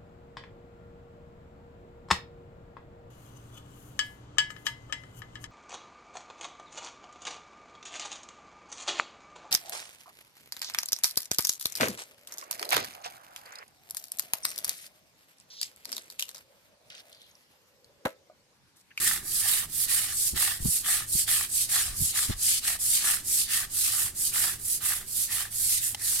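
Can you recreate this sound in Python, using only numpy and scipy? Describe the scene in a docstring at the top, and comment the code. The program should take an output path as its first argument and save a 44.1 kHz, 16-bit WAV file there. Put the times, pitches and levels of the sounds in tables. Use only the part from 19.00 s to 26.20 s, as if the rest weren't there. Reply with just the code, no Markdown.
"""A walled yard, a stereo microphone close to a stiff plastic brush scrubbing wet, soapy tiles.
From the start, over a faint hum and far traffic, it makes about two round trips a second: pushed, the
bristles catch and judder and the hollow head rings; pulled, they trail and hiss. Tufts snag and snap.
After a second, thin squeaks and puffs of air on the microphone come and go. Midway the head taps lightly,
then a far drone swells and fades. Near the end the head clacks once, and a last pull dies away."""
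import sys
import numpy as np
from scipy import signal
from scipy.fft import rfft, irfft
from scipy.io import wavfile

SR = 44100
rng = np.random.default_rng(int(sys.argv[2]) if len(sys.argv) > 2 else 0)


def dump(signal):
    """Clip the signal to [-1, 1] and save it as 16-bit WAV at the path in sys.argv[1]."""
    limited = np.clip(np.atleast_2d(signal).T, -1, 1)
    pcm = np.round(limited * 32767).astype(np.int16)
    wavfile.write(sys.argv[1], SR, pcm)


N = 317520
TIME, FREQS = np.arange(N) / SR, np.fft.rfftfreq(N, 1 / SR)


def amp(db):
    """Decibels to gain."""
    return 10 ** (np.asarray(db) / 20)

def unit_rms(x):
    """Scales to an rms of 1."""
    return x / np.sqrt(np.mean(x ** 2) + 1e-20)

def bell(peak_s, half_s):
    """A smooth swell, down to 1/e at half_s either side of its peak."""
    return np.exp(-((TIME - peak_s) / half_s) ** 2)

def spectrum_gain(spectrum):
    """The gain at every frequency, joining a table's points on a log axis."""
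    hz, db = np.transpose(spectrum)
    return amp(np.interp(np.log(FREQS + 1), np.log(hz + 1), db))

def coloured(x, spectrum):
    """Filters a sound by a spectrum table, to an rms of 1."""
    return unit_rms(irfft(rfft(x) * spectrum_gain(spectrum), N))

def noise_pair(alike):
    """White noise at the microphone's two ports, with a share of its power in common."""
    common, *own = rng.standard_normal((3, N))
    return np.sqrt(alike) * common + np.sqrt(1 - alike) * np.array(own)

def narrow_noise(hz, width_hz, alike):
    """Stereo noise in one resonance, at an rms of 1."""
    return unit_rms(signal.lfilter(*signal.iirpeak(hz, hz / width_hz, fs=SR), noise_pair(alike)))

def dying(clicks, decay_s):
    """Gives every click an exponential tail."""
    return signal.lfilter([1], [1, -np.exp(-1 / (decay_s * SR))], clicks)

def wander(rate_hz):
    """Random drift, mostly slower than rate_hz, at an rms of 1."""
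    return unit_rms(irfft(rfft(rng.standard_normal(N)) / (1 + (FREQS / rate_hz) ** 4), N))


def stroke(law, start, length, speed_up_s, slow_down_s, press_db, levels_db):
    """The arm speeds up and slows down. Gives the samples covered and the fizz, scrape, rattle powers."""
    span = np.flatnonzero((TIME > start) & (TIME < start + length))
    t = TIME[span] - start
    speeding = np.sin(np.pi / 2 * np.clip(t / speed_up_s, 1e-6, 1))
    slowing = np.sin(np.pi / 2 * np.clip((length - t) / slow_down_s, 1e-6, 1))
    gains = [speeding ** rise * slowing ** fall * amp(db + (press_db + growth_db) * (t / length - .5))
             for db, (rise, fall, growth_db) in zip(levels_db, law)]
    return span, np.square(gains)

# Forward and backward strokes on the tiles: (start [s], length [s], speeding up [s], slowing down [s],
# pressure change [dB], smoothness [0-1], fizz [dB], scrape [dB], rattle [dB])
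PUSH_STROKES = [(-0.054, 0.32, 0.137, 0.2, -3.5, 0.73, -27.5, -34, -34.5),
                (0.392, 0.32, 0.086, 0.18, 4, 0.44, -29, -35.0, -37.5),
                (0.858, 0.36, 0.077, 0.34, 10, 0.46, -25.0, -30.5, -35.5),
                (1.331, 0.33, 0.1, 0.23, -5, 0.44, -29, -34.0, -36.5),
                (1.825, 0.28, 0.079, 0.17, -6.5, 0.25, -29, -35.5, -36.5),
                (2.257, 0.27, 0.063, 0.14, -9, 0.2, -29, -35.5, -41.0),
                (2.672, 0.34, 0.06, 0.25, -1.5, 0.03, -28, -34.5, -39.5),
                (3.118, 0.29, 0.073, 0.24, 0, 0, -27.5, -34.5, -39),
                (3.607, 0.2, 0.11, 0.069, -17, 0.67, -29.5, -37, -41),
                (3.977, 0.3, 0.18, 0.18, -20.5, 0.06, -26.5, -35.0, -38.0),
                (4.46, 0.25, 0.093, 0.172, 3.5, 0.47, -27.0, -33, -38.0),
                (4.792, 0.36, 0.29, 0.14, -4.5, 0, -26, -36.5, -40.0),
                (5.306, 0.33, 0.068, 0.22, 2.5, 0.14, -28.0, -35.5, -38.5),
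                (5.792, 0.32, 0.099, 0.27, -5, 0.2, -30, -38, -40),
                (6.272, 0.27, 0.077, 0.21, 2, 0.46, -31, -36.5, -37.5),
                (6.773, 0.219, 0.12, 0.148, -7, 0.94, -29, -42.5, -50)]
PULL_STROKES = [(0.192, 0.261, 0.22, 0.044, -7.5, 0.34, -27.5, -39.5, -50.5),
                (0.657, 0.242, 0.21, 0.1, -4.5, 0.36, -26.5, -37.5, -52),
                (1.04, 0.35, 0.24, 0.12, -10, 0.35, -26.5, -38, -60),
                (1.553, 0.31, 0.22, 0.14, -2.5, 0.3, -25.5, -38.0, -56.5),
                (2.017, 0.26, 0.17, 0.1, 12.5, 0.1, -26.5, -38, -73),
                (2.448, 0.26, 0.15, 0.13, 4, 0.1, -26.5, -36, -60.5),
                (2.898, 0.26, 0.15, 0.094, 1, 0.1, -28, -40.0, -62),
                (3.339, 0.3, 0.14, 0.15, -0.5, 0.3, -24, -32, -53),
                (3.765, 0.28, 0.061, 0.11, 6.5, 0.3, -26, -35.5, -53.5),
                (4.211, 0.28, 0.096, 0.14, 11.5, 0.15, -26.0, -36, -59),
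                (4.665, 0.301, 0.15, 0.12, -2.5, 0.15, -28.0, -35.5, -53),
                (5.121, 0.22, 0.11, 0.077, -5.5, 0.15, -29.0, -40.5, -56.5),
                (5.544, 0.28, 0.22, 0.12, 2, 0.15, -28, -42.5, -60),
                (5.994, 0.32, 0.27, 0.12, 0, 0.3, -28.5, -40, -60),
                (6.462, 0.364, 0.17, 0.074, -1, 0.7, -28.5, -38, -58.5),
                (6.948, 0.55, 0.16, 0.07, -11.5, 0.6, -31.5, -36, -47)]
# How fizz, scrape and rattle, a row each, follow the arm's speed:
# (speeding up [exponent], slowing down [exponent], growth over the stroke [dB])
PUSH_RESPONSE = [(2.02, 2.65, -5.09), (1.14, 2.29, -1.2), (1.28, 1.76, -2)]
PULL_RESPONSE = [(2.26, 2.23, 2.4), (1.2, 1.77, 17.4), (1, 1, 3.1)]
# Bent bristles spring straight as a push ends and shake the head: (time [s], level [dB])
SPRING_BACKS = [(0.65, -43), (2.045, -52), (2.445, -41), (2.915, -42.5), (3.327, -35.5), (3.758, -42.5),
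                (4.645, -41.5), (6.455, -46)]

def strokes():
    """Pushes and pulls overlap as the bristles flip. Gives share of pushing, smoothness, three gains."""
    push, pull, smooth_rattle = np.zeros((3, N)), np.zeros((3, N)), np.zeros(N)
    for layers, table, law in (push, PUSH_STROKES, PUSH_RESPONSE), (pull, PULL_STROKES, PULL_RESPONSE):
        for start, length, speed_up_s, slow_down_s, press_db, smooth, *levels_db in table:
            span, power = stroke(law, start, length, speed_up_s, slow_down_s, press_db, levels_db)
            layers[:, span] += power
            smooth_rattle[span] += smooth * power[2]
    spring = sum(amp(db) * bell(s, half_s=0.014) for s, db in SPRING_BACKS)
    push[1:] += np.square([amp(-4) * spring, spring])  # into scrape and rattle
    total = push + pull + 1e-12
    return push[1] / total[1], np.clip(smooth_rattle / total[2], 0, 1), *np.sqrt(total)


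def judder(slips_hz, uneven, spread_db, slip_s):
    """Stick and slip: rows of bristles let go at uneven intervals. Gives a power of mean 1."""
    cycles = np.cumsum(slips_hz * np.exp(uneven * wander(slips_hz))) / SR
    sizes = amp(spread_db * (2 * rng.random(N) - 1))
    power = dying(np.diff(np.floor(cycles), prepend=0) * sizes ** 2, slip_s)
    return power / power.mean()

def flicks(per_s, mean_db, flick_s, alike):
    """Single bristles flick and soap films burst: thousands of tiny bursts of noise."""
    sizes = amp(mean_db * np.minimum(rng.exponential(1, N), 5))
    power = dying(sizes ** 2 * (rng.random(N) < per_s / SR), flick_s)
    return unit_rms(np.sqrt(power) * noise_pair(alike))


# Wet bristle tips, heard close: (frequency [Hz], level [dB])
FIZZ_SPECTRUM = [(3000, -35.5), (5000, -11.5), (6200, -11.5), (7200, -4), (8200, -1), (9300, 0),
                 (10500, -1), (12000, -1.5), (14000, -8), (16000, -17.5)]

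def wet_tips():
    """Dense flicks of the soapy tips merge into a high fizz."""
    return amp(3.5) * coloured(flicks(per_s=9700, mean_db=0, flick_s=0.0012, alike=0.021), FIZZ_SPECTRUM)


# Bent and lightly pressed bristles on tile: (frequency [Hz], level [dB])
BENT_SPECTRUM = [(400, -21.5), (900, -25), (1800, -10), (2600, -3), (3400, -1.5), (4300, -1), (5200, -3),
                 (6500, -6), (9000, -9)]
LIGHT_SPECTRUM = [(400, -45), (1200, -28), (2100, -12.5), (2800, -9), (3600, -4.5), (4600, 1), (5400, -2.5),
                  (6500, -1), (9000, -22)]

def bristles(pushing, gain):
    """A gritty scrape; pushed or pressed hard, the bristles bend and sound lower."""
    grit = flicks(per_s=4000, mean_db=-1, flick_s=0.0009, alike=0.059)
    bent = np.clip(pushing + 0.57 * (gain / amp(-31.5)) ** 2.6, 0, 1)
    bent_scrape = amp(3) * coloured(grit, BENT_SPECTRUM)
    return gain * (bent * bent_scrape + (1 - bent) * coloured(grit, LIGHT_SPECTRUM))


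# Resonances of the hollow brush head: (frequency [Hz], width [Hz], level [dB])
HEAD_RESONANCES = [(755, 100, -6), (1195, 156, -2), (1776, 323, -0.5), (2190, 420, -19)]

def head(x):
    """The plastic head rings broadly with whatever shakes it; white noise keeps its level."""
    body = sum((-1) ** k * amp(db) / (1 + 1j * (FREQS ** 2 - hz ** 2) / (width * FREQS + 1))
               for k, (hz, width, db) in enumerate(HEAD_RESONANCES))
    body /= 1 + 1j * FREQS / 3500  # too soft for treble
    body /= (1 + 450 / (1j * FREQS + 1)) ** 2  # too small to radiate bass
    return irfft(rfft(x) * body / np.sqrt(np.mean(abs(body) ** 2)), N)


# The brush sticks at some turns and bites harder mid-stroke: (time [s], half length [s], gain [dB])
TURN_STICKS = [(0.672, 0.012, -14), (1.33, 0.025, -8), (2.257, 0.013, -4), (2.673, .014, -6),
               (3.374, 0.029, -3.5), (3.607, 0.0097, -8), (3.78, 0.0089, -17), (4.678, 0.018, -8),
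               (5.133, 0.016, -5), (5.578, 0.014, -8), (6.482, 0.023, -2.5)]
STROKE_BITES = [(0.56, 0.016, 1.5), (0.945, 0.039, 0.5), (1.903, 0.018, 0.5), (2.279, 0.013, 1),
                (2.775, .022, 0.5), (3.505, 0.019, 1), (3.585, .012, 4), (3.955, 0.022, 1),
                (6.708, 0.018, 1.5)]

def grip():
    """The rubbing dips briefly as the brush sticks and rises as it bites."""
    return amp(sum(db * np.exp(-((TIME - s) / half_s) ** 4)
                   for s, half_s, db in TURN_STICKS + STROKE_BITES))

def brush():
    """The bristles and the head they shake, chopped by the judder, most of all on the pushes."""
    pushing, smooth, fizz_gain, scrape_gain, rattle_gain = strokes()
    slips = judder(slips_hz=88, uneven=0.35, spread_db=7, slip_s=0.003)

    def chopped(on_push, on_pull):
        """A gain that puts these shares of the power into slips."""
        share = on_pull + (on_push - on_pull) * pushing
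        return np.sqrt(1 - share + share * slips)

    fizz = wet_tips() * fizz_gain * chopped(on_push=0.023, on_pull=0.044)
    scrape = bristles(pushing, scrape_gain) * chopped(on_push=0.21, on_pull=0.04)
    shaking = np.sqrt(1 - smooth) * noise_pair(alike=0.72)
    rattle = head(shaking * rattle_gain * chopped(on_push=0.72, on_pull=0.58))
    # smooth rubbing rings only the head's main resonance
    ring = np.sqrt(smooth) * narrow_noise(hz=1853, width_hz=230, alike=0.66)
    ring *= rattle_gain * chopped(on_push=0.16, on_pull=0.24)
    flutter = amp(0.94 * wander(53) + 0.5 * wander(18))  # tile relief and an uneven arm vary the pressure
    return flutter * grip() * (fizz + scrape + amp(-3.5) * rattle + amp(-2) * ring)


# Treble at the right port as the brush moves on and off its axis: (time [s], gain at 12 kHz [dB])
AXIS_TREBLE = [(0, 0), (.45, -0.5), (.78, 2.5), (1.15, -3), (1.4, -0.8), (2, -2.5), (2.5, -1), (2.9, -4),
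               (3.25, -4.5), (3.7, -4), (4.3, -2), (4.65, -1.4), (5.2, -1.5), (6, 0.5), (6.6, -1),
               (7.2, -1)]

def travel(x, patch_db=2.5, patch_frames=14, patch_bins=2.8, even_above_hz=7500, left_share=0.081):
    """Tufts bend and the paths to the microphone change as the head travels, so the colour drifts."""
    hz, t, spectra = signal.stft(x, SR, nperseg=512, noverlap=384)
    step = np.arange(-20, 21)
    blob = np.exp(-(2 * step[:, None] / patch_bins) ** 2 - (2 * step / patch_frames) ** 2)
    chance = rng.standard_normal(spectra.shape)
    chance += rng.standard_normal(spectra.shape[1:])  # common to both ports
    patches = unit_rms(signal.fftconvolve(chance, blob[None], "same", axes=(1, 2)))
    depth_db = patch_db / np.sqrt(1 + (hz[:, None] / even_above_hz) ** 2)  # many fine tips average out
    aim_db = np.interp(t, *np.transpose(AXIS_TREBLE)) * (hz[:, None] / 12000) ** 2
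    spectra *= amp(depth_db * patches + np.array([left_share * aim_db, aim_db]))
    return signal.istft(spectra, SR, nperseg=512, noverlap=384)[1][:, :N]

def walls(x, t60=0.27, first_s=0.0059, echoes_per_s=3000, change_hz=2.272, patterns=3):
    """Sparse reflections off the tiles and walls; their patterns crossfade as the brush moves."""
    t, out = np.arange(SR // 3) / SR, np.zeros((2, N))
    for k in range(patterns):
        taps = rng.choice([-1, 1], (2, len(t))) * (rng.random((2, len(t))) < echoes_per_s / SR)
        tail = taps * amp(-60 * t / t60) * (t > first_s)
        fade = np.sqrt(2 / patterns) * np.cos(np.pi * (change_hz * TIME + k / patterns))  # squares sum to 1
        out += signal.fftconvolve(x * fade, tail / np.linalg.norm(tail[0]), axes=1)[:, :N]
    return out


# The open air of the yard: (frequency [Hz], level [dB])
YARD_SPECTRUM = [(20, 1), (60, 0.5), (105, 0.5), (150, -10), (250, -10.5), (380, -22), (520, -19),
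                 (1000, -22), (2500, -21.5), (8000, -18.5), (16000, -33)]

def yard(rumble_db=-51, hum_db=-59, hum_hz=106, waver=0.0448):
    """Distant outdoor rumble and the wavering hum of a far motor."""
    pitch_hz = hum_hz * (1 + waver * wander(8.43))
    hum = np.sqrt(2) * np.sin(2 * np.pi * np.cumsum(pitch_hz) / SR) * (1 + 0.18 * wander(4.3))
    return amp(rumble_db) * coloured(noise_pair(alike=0.96), YARD_SPECTRUM) + amp(hum_db) * hum


# Far traffic, heard from inside the yard: (time [s], level [dB])
TRAFFIC_SWELLS = [(0, -48.5), (.4, -59), (.9, -60.5), (2.5, -59), (3.8, -65), (4.3, -56), (4.8, -66.5),
                  (5.2, -56), (6.1, -63.5), (6.6, -69), (7.2, -61)]
# Its colour at that distance: (frequency [Hz], level [dB])
TRAFFIC_SPECTRUM = [(60, -35), (130, 2), (175, -2), (250, -7), (310, -5), (390, -4), (470, -32),
                    (1200, -28)]

def traffic():
    """The dull noise of far traffic swells and fades."""
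    gain = amp(np.interp(TIME, *np.transpose(TRAFFIC_SWELLS)))
    return gain * coloured(noise_pair(alike=0.75), TRAFFIC_SPECTRUM)


# Tufts catching on the tile relief: (time [s], level [dB])
TUFT_SNAGS = [(0.112, -28), (0.541, -40), (1.425, -27.5), (1.476, -31), (2.278, -32), (2.313, -29),
              (2.409, -29), (2.758, -29), (3.158, -32), (3.188, -29.5), (4.092, -34), (4.137, -33),
              (5.919, -34), (6.382, -34)]

def snags(snap_s=0.0016, crack_db=-1):
    """A whole tuft snaps free: a short crack that also kicks the head."""
    power = np.zeros(N)
    for s, db in TUFT_SNAGS:
        power[round(s * SR)] = amp(db) ** 2
    snap = np.sqrt(dying(power, snap_s))
    kick = head(snap * noise_pair(alike=0.91))
    return kick + amp(crack_db) * snap * coloured(noise_pair(alike=0.33), BENT_SPECTRUM)


# Thin squeaks on the pulls: (time [s], level [dB], half length [s], frequency [Hz])
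BRISTLE_SQUEAKS = [(1.187, -32.5, 0.047, 8000), (2.1, -46, .025, 13200), (2.545, -30.5, 0.033, 8250),
                   (3.023, -31.5, 0.037, 11500), (3.42, -41, 0.046, 10800), (3.85, -41, .035, 12900),
                   (4.73, -46, 0.025, 7400), (6.57, -55, .04, 12000)]

def squeaks(width_hz=750):
    """Wet bristles give narrow, fuzzy whistles as they flip over into a pull."""
    return sum(amp(db) * bell(s, half_s) * narrow_noise(hz, width_hz, alike=0)
               for s, db, half_s, hz in BRISTLE_SQUEAKS)


# Air right on the microphone: (time [s], level [dB], half length [s], upper corner [Hz])
AIR_PUFFS = [(1.339, -32, 0.0075, 123), (1.362, -36.5, 0.0063, 158), (1.605, -35, .008, 130),
             (1.626, -29, 0.0066, 110), (1.658, -24, 0.01, 214), (1.686, -30, 0.011, 141),
             (2.154, -32, 0.0079, 175), (2.896, -41.5, 0.054, 71.4), (3.021, -31.5, 0.031, 122),
             (3.302, -24, 0.008, 215), (3.33, -37.5, 0.04, 59.7), (5.06, -43, 0.016, 107)]

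def puffs(lag_s=0.00087, low_corner_ratio=0.26):
    """Short swirls of air press on the left port and, a moment later, on the right."""
    left = np.zeros(N)
    for s, db, half_s, corner_hz in AIR_PUFFS:
        swell = bell(s, half_s)
        band = signal.butter(2, [corner_hz * low_corner_ratio, corner_hz], "bandpass", fs=SR, output="sos")
        swirl = swell * signal.sosfilt(band, rng.standard_normal(N))
        left += amp(db) * swirl * np.linalg.norm(swell) / np.linalg.norm(swirl)
    return np.array([left, np.interp(TIME - lag_s, TIME, left)])


# A light tap, then three contacts that merge into one clack: (time [s], level [dB])
HEAD_KNOCKS = [(3.789, -38), (6.9463, -22.5), (6.9487, -34), (6.9511, -32)]
# Modes of the head's struck shell: (frequency [Hz], level [dB], t60 [s])
SHELL_MODES = [(830, -5.5, 0.012), (2000, -7, 0.018), (3070, -4.5, 0.023), (4090, -10, .017),
               (5350, -7, 0.019), (6340, -4, .01), (8700, 3, 0.01)]

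def knocks(crack_db=-1, crack_s=0.0022, attack_s=0.0011):
    """The head hits something hard: a dry crack and a brief ring, each mode in its own phase per port."""
    t, out = np.arange(SR // 10) / SR, np.zeros((2, N))
    attack = np.minimum(t / attack_s, 1)
    for s, knock_db in HEAD_KNOCKS:
        ring = sum(amp(db - 60 * t / t60) * np.cos(2 * np.pi * hz * t + rng.normal(0, hz / 5000, (2, 1)))
                   for hz, db, t60 in SHELL_MODES)
        crack = coloured(noise_pair(alike=0.28), BENT_SPECTRUM)[:, :len(t)] * np.exp(-t / crack_s)
        start = round(s * SR)
        out[:, start:start + len(t)] += amp(knock_db) * attack * (ring + amp(crack_db) * crack)
    return out


def drone(db=-65, peak_s=5.57, half_s=0.79):
    """A faint, far drone swells and fades, perhaps a passing motor."""
    return amp(db) * bell(peak_s, half_s) * narrow_noise(hz=380, width_hz=28, alike=0.8)

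def scene():
    """The brush close by, its reflections off the walls, and the far sounds around the yard."""
    scrubbing = travel(brush()) + squeaks() + snags()
    return scrubbing + amp(-12) * walls(scrubbing) + knocks() + puffs() + yard() + traffic() + drone()


# Colour of the microphone's two ports: (frequency [Hz], left minus right [dB])
PORT_BALANCE = [(100, -0.5), (300, 2), (700, -8), (1000, -4.5), (1300, -1.5), (1850, 0), (2400, -2.5),
                (3300, -1), (4300, -1), (6000, 0.5), (8200, 2), (9300, -2), (10600, -11.5), (12000, -14.5),
                (15500, -12)]

def record(dry, edge_hz=15950):
    """Each port of the microphone colours the sound, and the top of the treble is cut off."""
    ratio = spectrum_gain(PORT_BALANCE)
    ports = np.array([ratio, np.ones_like(ratio)]) * np.sqrt(2 / (1 + ratio ** 2))
    heard = irfft(rfft(dry) * ports, N)
    lowpass = signal.firwin(511, edge_hz, window=("kaiser", 9), fs=SR)
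    return signal.oaconvolve(heard, lowpass[None], "same")


dry = scene()
out = record(dry)
dump(out)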